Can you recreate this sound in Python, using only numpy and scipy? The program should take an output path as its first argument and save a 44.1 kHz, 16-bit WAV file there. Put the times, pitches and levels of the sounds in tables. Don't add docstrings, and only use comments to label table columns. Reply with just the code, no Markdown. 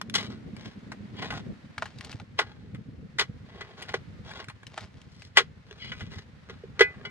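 import sys
import numpy as np
from scipy import signal
from scipy.fft import rfft, irfft
from scipy.io import wavfile
from scipy.ndimage import uniform_filter1d

SR = 44100
rng = np.random.default_rng(int(sys.argv[2]) if len(sys.argv) > 2 else 0)


def master(y):
    cut = np.clip(np.atleast_2d(y).T, -1, 1)
    pcm = np.round(cut * 32767)
    wavfile.write(sys.argv[1], SR, pcm.astype(np.int16))


N = 313110
TIME = np.arange(N) / SR
AGE = np.arange(SR // 2) / SR
BINS = np.fft.rfftfreq(4096, 1 / SR)

# (start [s], peak [s], end [s], level [dB], tilt [dB per octave])
SCRAPES = [(0.172, 0.189, 0.28, -32, 1), (0.199, 0.25, 0.42, -48.5, -0.5), (0.549, 0.66, 0.75, -47.5, 0),
           (1.131, 1.23, 1.35, -42, -1.5), (1.298, 1.365, 1.417, -38, -1.5),
           (2.394, 2.437, 2.71, -55.5, -2.5), (3.44, 3.615, 3.84, -48.5, -3),
           (3.762, 3.822, 3.876, -42, -1), (3.87, 3.89, 3.995, -42.5, -1), (4.235, 4.31, 4.45, -42.5, -1),
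           (4.339, 4.411, 4.465, -44, -2.5), (5.079, 5.237, 5.33, -55, 5.5), (5.648, 5.714, 5.8, -48.5, -1),
           (5.779, 5.82, 6.2, -47.5, 0.5), (6.101, 6.13, 6.25, -44.5, 1.5), (6.401, 6.517, 6.7, -58.5, -1),
           (6.744, 6.82, 7.3, -50, -5)]
# (start [s], peak [s], end [s], level [dB])
SPILLS = [(1.75, 1.81, 2.06, -54), (1.969, 2.06, 2.26, -50.5), (4.66, 4.804, 4.9, -49.5),
          (4.88, 4.986, 5.23, -63)]
# (frequency [Hz], t60 when free [s], struck at the tip [dB], struck on the side [dB])
BLADE = [(1050, 0.14, -20, -9), (1155, 0.042, -1, -28.5), (1427, 0.078, -3.5, -0.5),
         (1476, 0.2, -7.5, -9.5), (1639, 0.14, 0, -23.5), (1850, 0.13, -4.5, -18.5), (2005, 0.23, 5, -30.5),
         (2050, 0.15, -26.5, 5.5), (2285, 0.22, -12, -4), (2483, 0.22, -4.5, -25.5), (2970, 0.09, -4.5, 7),
         (3050, 0.059, -2.5, -14.5), (3350, 0.066, -3, -9), (3300, 0.059, -15, 4),
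         (3500, .08, -18.5, -18.5), (4590, 0.063, -20, -2.5)]


def amp(db):
    return 10 ** (np.asarray(db) / 20)


def unit(x):
    return x / np.sqrt(np.mean(x ** 2) + 1e-20)


def read(points, hz):
    f, value = np.transpose(points)
    return np.interp(np.log(hz + 1), np.log(f + 1), value)


def follow(points, t):
    return np.interp(t, *np.transpose(points))


def add(mix, s, sound):
    part = mix[max(round(s * SR), 0):][:len(sound)]
    part += sound[:len(part)]


def dying(t60):
    return 10 ** (-3 * AGE / max(t60, 1e-3))


def onset(rise_s):
    return 1 - np.exp(-(AGE / rise_s) ** 2)


def colour(x, db):
    cepstrum = irfft(np.log(amp(db)))
    cepstrum[1:2048] *= 2
    cepstrum[2049:] = 0
    response = irfft(np.exp(rfft(cepstrum)))
    return signal.fftconvolve(x, response)[:len(x)]


def ripple(width_bins):
    smooth = uniform_filter1d(rng.standard_normal(len(BINS)), width_bins)
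    return unit(uniform_filter1d(smooth, width_bins))


def grains(size, per_s, spread_db):
    chance, height, sign = rng.random((3, size))
    height = np.minimum(-np.log(1 - height), 4)
    happens = chance < per_s / SR
    return unit(happens * np.sign(sign - .5) * amp(spread_db * height))


def burst(db, t60, rise_s, per_s, spread_db):
    shower = grains(len(AGE), per_s, spread_db) * dying(t60) * onset(rise_s)
    sound = colour(shower, db)
    return sound * np.linalg.norm(dying(t60)) / np.linalg.norm(sound)


def stroke(start, peak, end, db, per_s, spread_db, clump_db):
    shape = np.interp(start + AGE, [start, peak, end], [0, 1, 0])
    clumps = np.interp(AGE, np.linspace(0, AGE[-1], 64), rng.standard_normal(64))
    stream = grains(len(AGE), per_s, spread_db) * amp(clump_db * clumps)
    return unit(colour(stream, db)) * shape


def noise_pair(db, likeness):
    hz = np.fft.rfftfreq(N, 1 / SR)
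    left, other = rfft(rng.standard_normal((2, N)))
    same = np.clip(np.interp(hz, BINS, likeness), -1, 1)
    right = same * left + np.sqrt(1 - same ** 2) * other
    gain = amp(np.interp(hz, BINS, db))
    return unit(irfft(np.array([left, right]) * gain, N))


def flutter(smooth_s):
    hz = np.fft.rfftfreq(N, 1 / SR)
    slow = rfft(rng.standard_normal(N)) * np.exp(-(hz * smooth_s) ** 2)
    return unit(irfft(slow, N))


def wind():
    # (time [s], level [dB])
    wind_level = [(0, -43), (0.42, -43.5), (0.55, -39.5), (0.72, -47), (1.05, -45.5), (1.2, -39.5),
                  (1.5, -39), (1.57, -50.5), (2.0, -47.5), (2.8, -47.5), (3.12, -46.5), (3.7, -52.5),
                  (4.12, -45), (4.42, -51.5), (5.7, -52.5), (6.1, -44.5), (6.3, -52), (7.1, -47.5)]
    # (time [s], level [dB])
    hiss_level = [(0, -60), (1.4, -57), (2.3, -62.5), (3.0, -63.5), (3.6, -59.5), (4.15, -58.5),
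                  (4.7, -62.5), (5.55, -63), (7.1, -59.5)]
    # (frequency [Hz], density [dB per Hz])
    gust_colour = [(12, -69), (20, -32), (40, -20), (117, 0), (166, -3), (208, 3.5), (286, -4.5),
                   (341, -12.5), (507, -17.5), (900, -34), (1170, -65), (1980, -120)]
    # (frequency [Hz], density [dB per Hz])
    breeze_colour = [(20, -28.5), (35, -24), (55, -7), (90, 0.5), (170, -2.5), (240, -8), (330, -19.5),
                     (500, -19), (900, -54.5), (2000, -68)]
    # (frequency [Hz], density [dB per Hz])
    air_colour = [(100, -6.5), (500, 1), (1000, 0), (1900, 2), (2700, -4.5), (4200, -7.5), (6000, -15),
                  (9000, -24.5), (12000, -35), (16000, -44.5)]
    # (frequency [Hz], left-right likeness [0-1])
    wind_likeness = [(30, 0.43), (70, 1), (130, 0.54), (300, 0.51), (1000, 0.16)]
    calm_db, gust_db, sustain_s = -49, -43, 0.87
    eddy_db, eddy_s = 3.8, 0.028
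    puff_db, puff_spread_db = -20.5, 7

    likeness = read(wind_likeness, BINS)
    level_db = follow(wind_level, TIME)
    sustained_db = uniform_filter1d(level_db, round(sustain_s * SR))
    share = np.clip((sustained_db - calm_db) / (gust_db - calm_db), 0, 1)
    treble_cut_db = 18 * np.log2(np.maximum(BINS / 700, 1))
    gust = noise_pair(read(gust_colour, BINS) - treble_cut_db, likeness)
    breeze = noise_pair(read(breeze_colour, BINS), likeness)
    blend = np.sqrt(share) * gust + np.sqrt(1 - share) * breeze
    rumble = blend * amp(level_db + eddy_db * flutter(eddy_s))

    puffs = noise_pair(read([(150, -23), (330, -0.5), (520, -7.5), (900, -16), (2000, -52)], BINS), likeness)
    puffs = puffs * share * amp(level_db + puff_db + puff_spread_db * np.minimum(flutter(0.026), 2))

    hiss_db = follow(hiss_level, TIME) + 0.74 * flutter(0.015)
    hiss = noise_pair(read(air_colour, BINS), likeness * .5) * amp(hiss_db)
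    return rumble + puffs + hiss


def clack(hz, t60):
    below, above = (BINS + 1) / hz, (BINS + 1) / (1.35 * hz)
    hump = -10 * np.log10((1 + (.45 / below) ** 5) * (1 + above ** 3.6) * (1 + (BINS / 11000) ** 10))
    resonance = 10 * np.log10(1 + 3 / (1 + ((below - 1) / 0.24) ** 2))
    tone = hump + resonance + 2 * ripple(width_bins=16)
    return burst(tone, t60, rise_s=0.00021, per_s=9000, spread_db=1)


def clacks():
    # (time [s], level [dB], centre [Hz], t60 [s])
    clack_list = [(0.014, -23.5, 2140, 0.014), (0.098, -28, 3400, 0.0065), (0.565, -41, 1810, 0.025),
                  (0.918, -33.5, 1520, 0.05), (1.228, -35, 686, 0.11), (1.323, -32, 1190, 0.07),
                  (1.78, -25.5, 1850, 0.025), (1.822, -22.5, 1130, 0.04), (1.856, -36.5, 1720, 0.064),
                  (1.986, -41, 4400, 0.015), (2.009, -32.5, 2340, 0.015), (2.047, -37, 4330, 0.023),
                  (2.116, -36.5, 4100, 0.015), (2.127, -39.5, 2430, 0.042), (2.199, -37.5, 1450, 0.024),
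                  (2.391, -19, 1280, 0.073), (2.746, -45, 1880, 0.073), (3.823, -34, 3120, 0.037),
                  (3.94, -23, 760, 0.032), (4.313, -37.5, 1700, 0.048), (4.442, -41.5, 2600, 0.029),
                  (4.484, -36.5, 2200, 0.045), (4.498, -39, 1670, 0.06), (4.631, -43.5, 1490, 0.036),
                  (4.667, -38.5, 3460, 0.032), (4.777, -26.5, 1500, 0.03), (4.807, -43, 3750, 0.033),
                  (5.016, -47.5, 3470, 0.02), (5.22, -40, 2240, 0.023), (5.373, -16, 2600, 0.064)]
    out = np.zeros(N)
    for s, db, hz, t60 in clack_list:
        add(out, s, amp(db) * clack(hz, t60))
    return out


def blade_colour(tilt, width_hz, lift_db):
    # (frequency [Hz], density [dB per Hz])
    grit = [(100, -32.5), (280, -12.5), (420, 4), (620, -1), (850, -1), (1500, -2), (2400, -3.5),
            (4000, -2), (6000, -12.5), (9500, -30), (12500, -36), (16000, -54.5)]
    peaks = sum(amp(tip + lift_db) ** 2 / (1 + (2 * (BINS - hz) / width_hz) ** 2) for hz, _, tip, _ in BLADE)
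    tilt_db = tilt * np.log2(np.clip(BINS, 600, 9000) / 2000)
    return read(grit, BINS) + 10 * np.log10(1 + peaks) + tilt_db


def contact(crunch_db, t60, tilt, thud_db, ring_db, place, freedom):
    # (frequency [Hz], t60 [s], level [dB])
    shaft = [(404, 0.073, -10.5), (463.5, 0.048, 4), (525, 0.016, -23.5), (790, 0.014, -17.5)]
    thud = sum(amp(db) * dying(life) * np.sin(2 * np.pi * hz * AGE) for hz, life, db in shaft) * onset(0.002)
    thud = colour(thud, read([(100, -26.5), (290, -20.5), (380, 3), (900, -3.0), (2000, -11.5)], BINS))

    crunch_tone = blade_colour(tilt, width_hz=90, lift_db=8.0)
    crunch = burst(crunch_tone, t60, rise_s=0.0021, per_s=14000, spread_db=3.0)

    place = np.clip(place, 0, 1)
    ring = np.zeros(len(AGE))
    for hz, life, tip, side in BLADE:
        mode = np.sin(2 * np.pi * (hz * AGE + rng.random()))
        ring += amp(tip + place * (side - tip)) * dying(life * freedom) * mode
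    ring *= onset(0.0014)
    return amp(crunch_db) * (crunch + amp(thud_db) * thud + amp(ring_db) * ring)


def stabs():
    # (time of the bite [s], crunch [dB], tilt [dB per octave], shaft thud [dB], blade ring [dB],
    #  place on the blade [0 tip - 1 side], freedom to ring [0-1], touch lead [s], touch [dB],
    #  settling delay [s], settling [dB])
    thrusts = [(0.15, -16.5, 5.5, -34, -30, 0.12, 0.25, 0.011, -8, 0.028, -11),
               (2.388, -18.5, 1, -29, -7, 0.2, 0.25, 0.008, -31, 0.023, -12),
               (3.193, -17, 3.5, -32, -4, 0.01, 0.2, 0.009, -6, 0.016, -4.5),
               (5.3695, -8.5, 2, -17, -4, 0.018, 0.2, 0.004, -24, 0.012, -5.5),
               (6.806, -13.5, 1, 5.5, -4.5, 0, 0.8, 0.014, -8, 0.0045, -10.5)]
    bite_t60_s, touch_t60_s, settle_t60_s = 0.071, 0.065, 0.071
    touch_thud_db, settle_thud_db = -19, -0.5
    settle_tilt, settle_freedom = -2.5, 0.66
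    out = np.zeros(N)
    for s, db, tilt, thud_db, ring_db, place, freedom, lead_s, touch_db, delay_s, settle_db in thrusts:
        swell_in = burst(blade_colour(tilt, width_hz=100, lift_db=6), 0.03, rise_s=0.00039, per_s=7900, spread_db=3)
        swell_in = swell_in[:SR // 32][::-1]
        add(out, s - len(swell_in) / SR, amp(db - 19) * swell_in)

        touch = contact(db + touch_db, touch_t60_s, tilt, thud_db + touch_thud_db, ring_db - 6, place, freedom)
        add(out, s - lead_s, touch)
        add(out, s, contact(db, bite_t60_s, tilt, thud_db, ring_db, place, freedom))
        settling = contact(db + settle_db, settle_t60_s, tilt + settle_tilt, thud_db + settle_thud_db,
                           ring_db - 3, place, freedom * settle_freedom)
        add(out, s + delay_s, settling)
    return out


def scrapes():
    out = np.zeros(N)
    for start, peak, end, db, tilt in SCRAPES:
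        tone = blade_colour(tilt, width_hz=42, lift_db=4) + 3 * ripple(width_bins=8)
        slide = stroke(start, peak, end, tone, per_s=2200, spread_db=5, clump_db=4.5)
        add(out, start, amp(db) * slide)
    return out


def patter(start, peak, end, db, per_s, hz, t60):
    out = np.zeros(N)
    draws = rng.random((24, 3))[:round(per_s * (end - start))]
    for k, (when, strength, size) in enumerate(draws):
        s = start + (end - start) * (k + when) / len(draws)
        swell = np.sqrt(np.interp(s, [start, peak, end], [0, 1, 0]))
        stone = clack(hz * 2 ** (.5 - size), t60)
        add(out, s, swell * amp(db + 8.9 * (strength - 1.0)) * stone)
    return out


def pebbles():
    hard_scrape_db = -44
    gravel_db, pebble_db = 1, 1.5
    snapping = sum(patter(start, peak, end, db + gravel_db, per_s=40, hz=1600, t60=0.014)
                   for start, peak, end, db, _ in SCRAPES if db > hard_scrape_db)
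    landing = sum(patter(start, peak, end, db + pebble_db, per_s=25, hz=3520, t60=0.014)
                  for start, peak, end, db in SPILLS)
    return snapping + landing


def squeals():
    # (start [s], peak [s], end [s], level [dB])
    slips = [(1.149, 1.193, 1.26, -47.5), (1.331, 1.36, 1.445, -61), (5.789, 5.825, 5.94, -42),
             (6.112, 6.152, 5.94, -43)]
    # (frequency [Hz], width [Hz], level [dB])
    squeal_modes = [(2070, 87, 2), (2240, 89, -1), (2960, 74, 4), (3270, 90, 3), (4130, 120, -6),
                    (4660, 420, -8)]
    out = np.zeros(N)
    power = sum(amp(db) ** 2 / (1 + ((BINS - hz) / width) ** 2) ** 2 for hz, width, db in squeal_modes)
    tone = 10 * np.log10(power)
    for start, peak, end, db in slips:
        squeal = stroke(start, peak, end, tone, per_s=6000, spread_db=1.5, clump_db=1.5)
        add(out, start, amp(db) * squeal)
    return out


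def knocks():
    # (time [s], crunch [dB], shaft thud re crunch [dB], blade ring re crunch [dB],
    #  place on the blade [0 tip - 1 side], freedom to ring [0-1])
    hits = [(1.221, -30, -21, -15, 0.6, 0.4), (1.303, -29, -37, -19, 0.4, 0.2),
            (3.607, -34, -18, -11, 0, 0.6), (3.888, -34, -18, -25, 0.2, 0.3), (3.939, -26, 2, -10, 0, 0.28),
            (5.402, -26, 0.5, -17, 0.2, 0.3), (5.917, -36, -34, 4.5, 0.34, 0.54),
            (6.005, -35, -11, -11, 0.2, 1), (6.495, -38.5, 0.5, -20, 0.4, 0.2),
            (6.635, -57.5, 23.5, -11, 0, 0.36), (7.05, -36.5, -28.5, -3.5, 0.94, 1)]
    knock_t60_s, knock_tilt = 0.064, 0.23
    out = np.zeros(N)
    for s, db, thud_db, ring_db, place, freedom in hits:
        add(out, s, contact(db, knock_t60_s, knock_tilt, thud_db, ring_db, place, freedom))
    return out


def spills():
    out = np.zeros(N)
    tone = read([(150, -7.5), (600, 5.5), (2000, 0.5), (5000, -4.0), (9000, -19), (15000, -48)], BINS)
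    for start, peak, end, db in SPILLS:
        crumbs = stroke(start, peak, end, tone, per_s=1300, spread_db=4.8, clump_db=3)
        add(out, start, amp(db) * crumbs)
    return out


def ports(x, lag_ms):
    hz = np.fft.rfftfreq(N, 1 / SR)
    difference_db = read([(500, -0.4), (1200, -0.1), (2200, 2.5), (4500, 6.0), (8000, 1.5), (12000, -0.5)], hz)
    lean_db = difference_db / 2
    z = rfft(x)
    left = z * amp(lean_db) * np.exp(-2j * np.pi * hz * lag_ms / 10 ** 3)
    right = z * amp(-lean_db)
    return irfft(np.array([left, right]), N)


def scatter(x, t60, delay_s):
    taps = rng.standard_normal((2, len(AGE))) * dying(t60) * onset(delay_s)
    return signal.fftconvolve(x[None], taps / np.linalg.norm(taps[0]), axes=1)[:, :N]


def scene():
    air = wind()
    debris = clacks() + pebbles() + spills()
    shovel = stabs() + scrapes() + squeals() + knocks()
    heap = np.any([(TIME > start) & (TIME < end) for start, _, end, _ in SPILLS], axis=0)
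    direct = ports(shovel + ~heap * debris, lag_ms=.107) + ports(heap * debris, lag_ms=-.035)
    near = amp(-10) * scatter(shovel + debris, t60=.04, delay_s=.002)
    far = amp(-32) * scatter(shovel + debris, t60=0.2, delay_s=0.0099)
    return direct + near + far + air


def record(dry):
    ceiling, edge_hz = 0.92, 15700
    rounded = dry / (1 + (dry / ceiling) ** 6) ** (1 / 6)
    lowpass = signal.firwin(511, edge_hz, window=("kaiser", 9), fs=SR)
    return signal.oaconvolve(rounded, lowpass[None], "same")


dry = scene()
out = record(dry)
master(out)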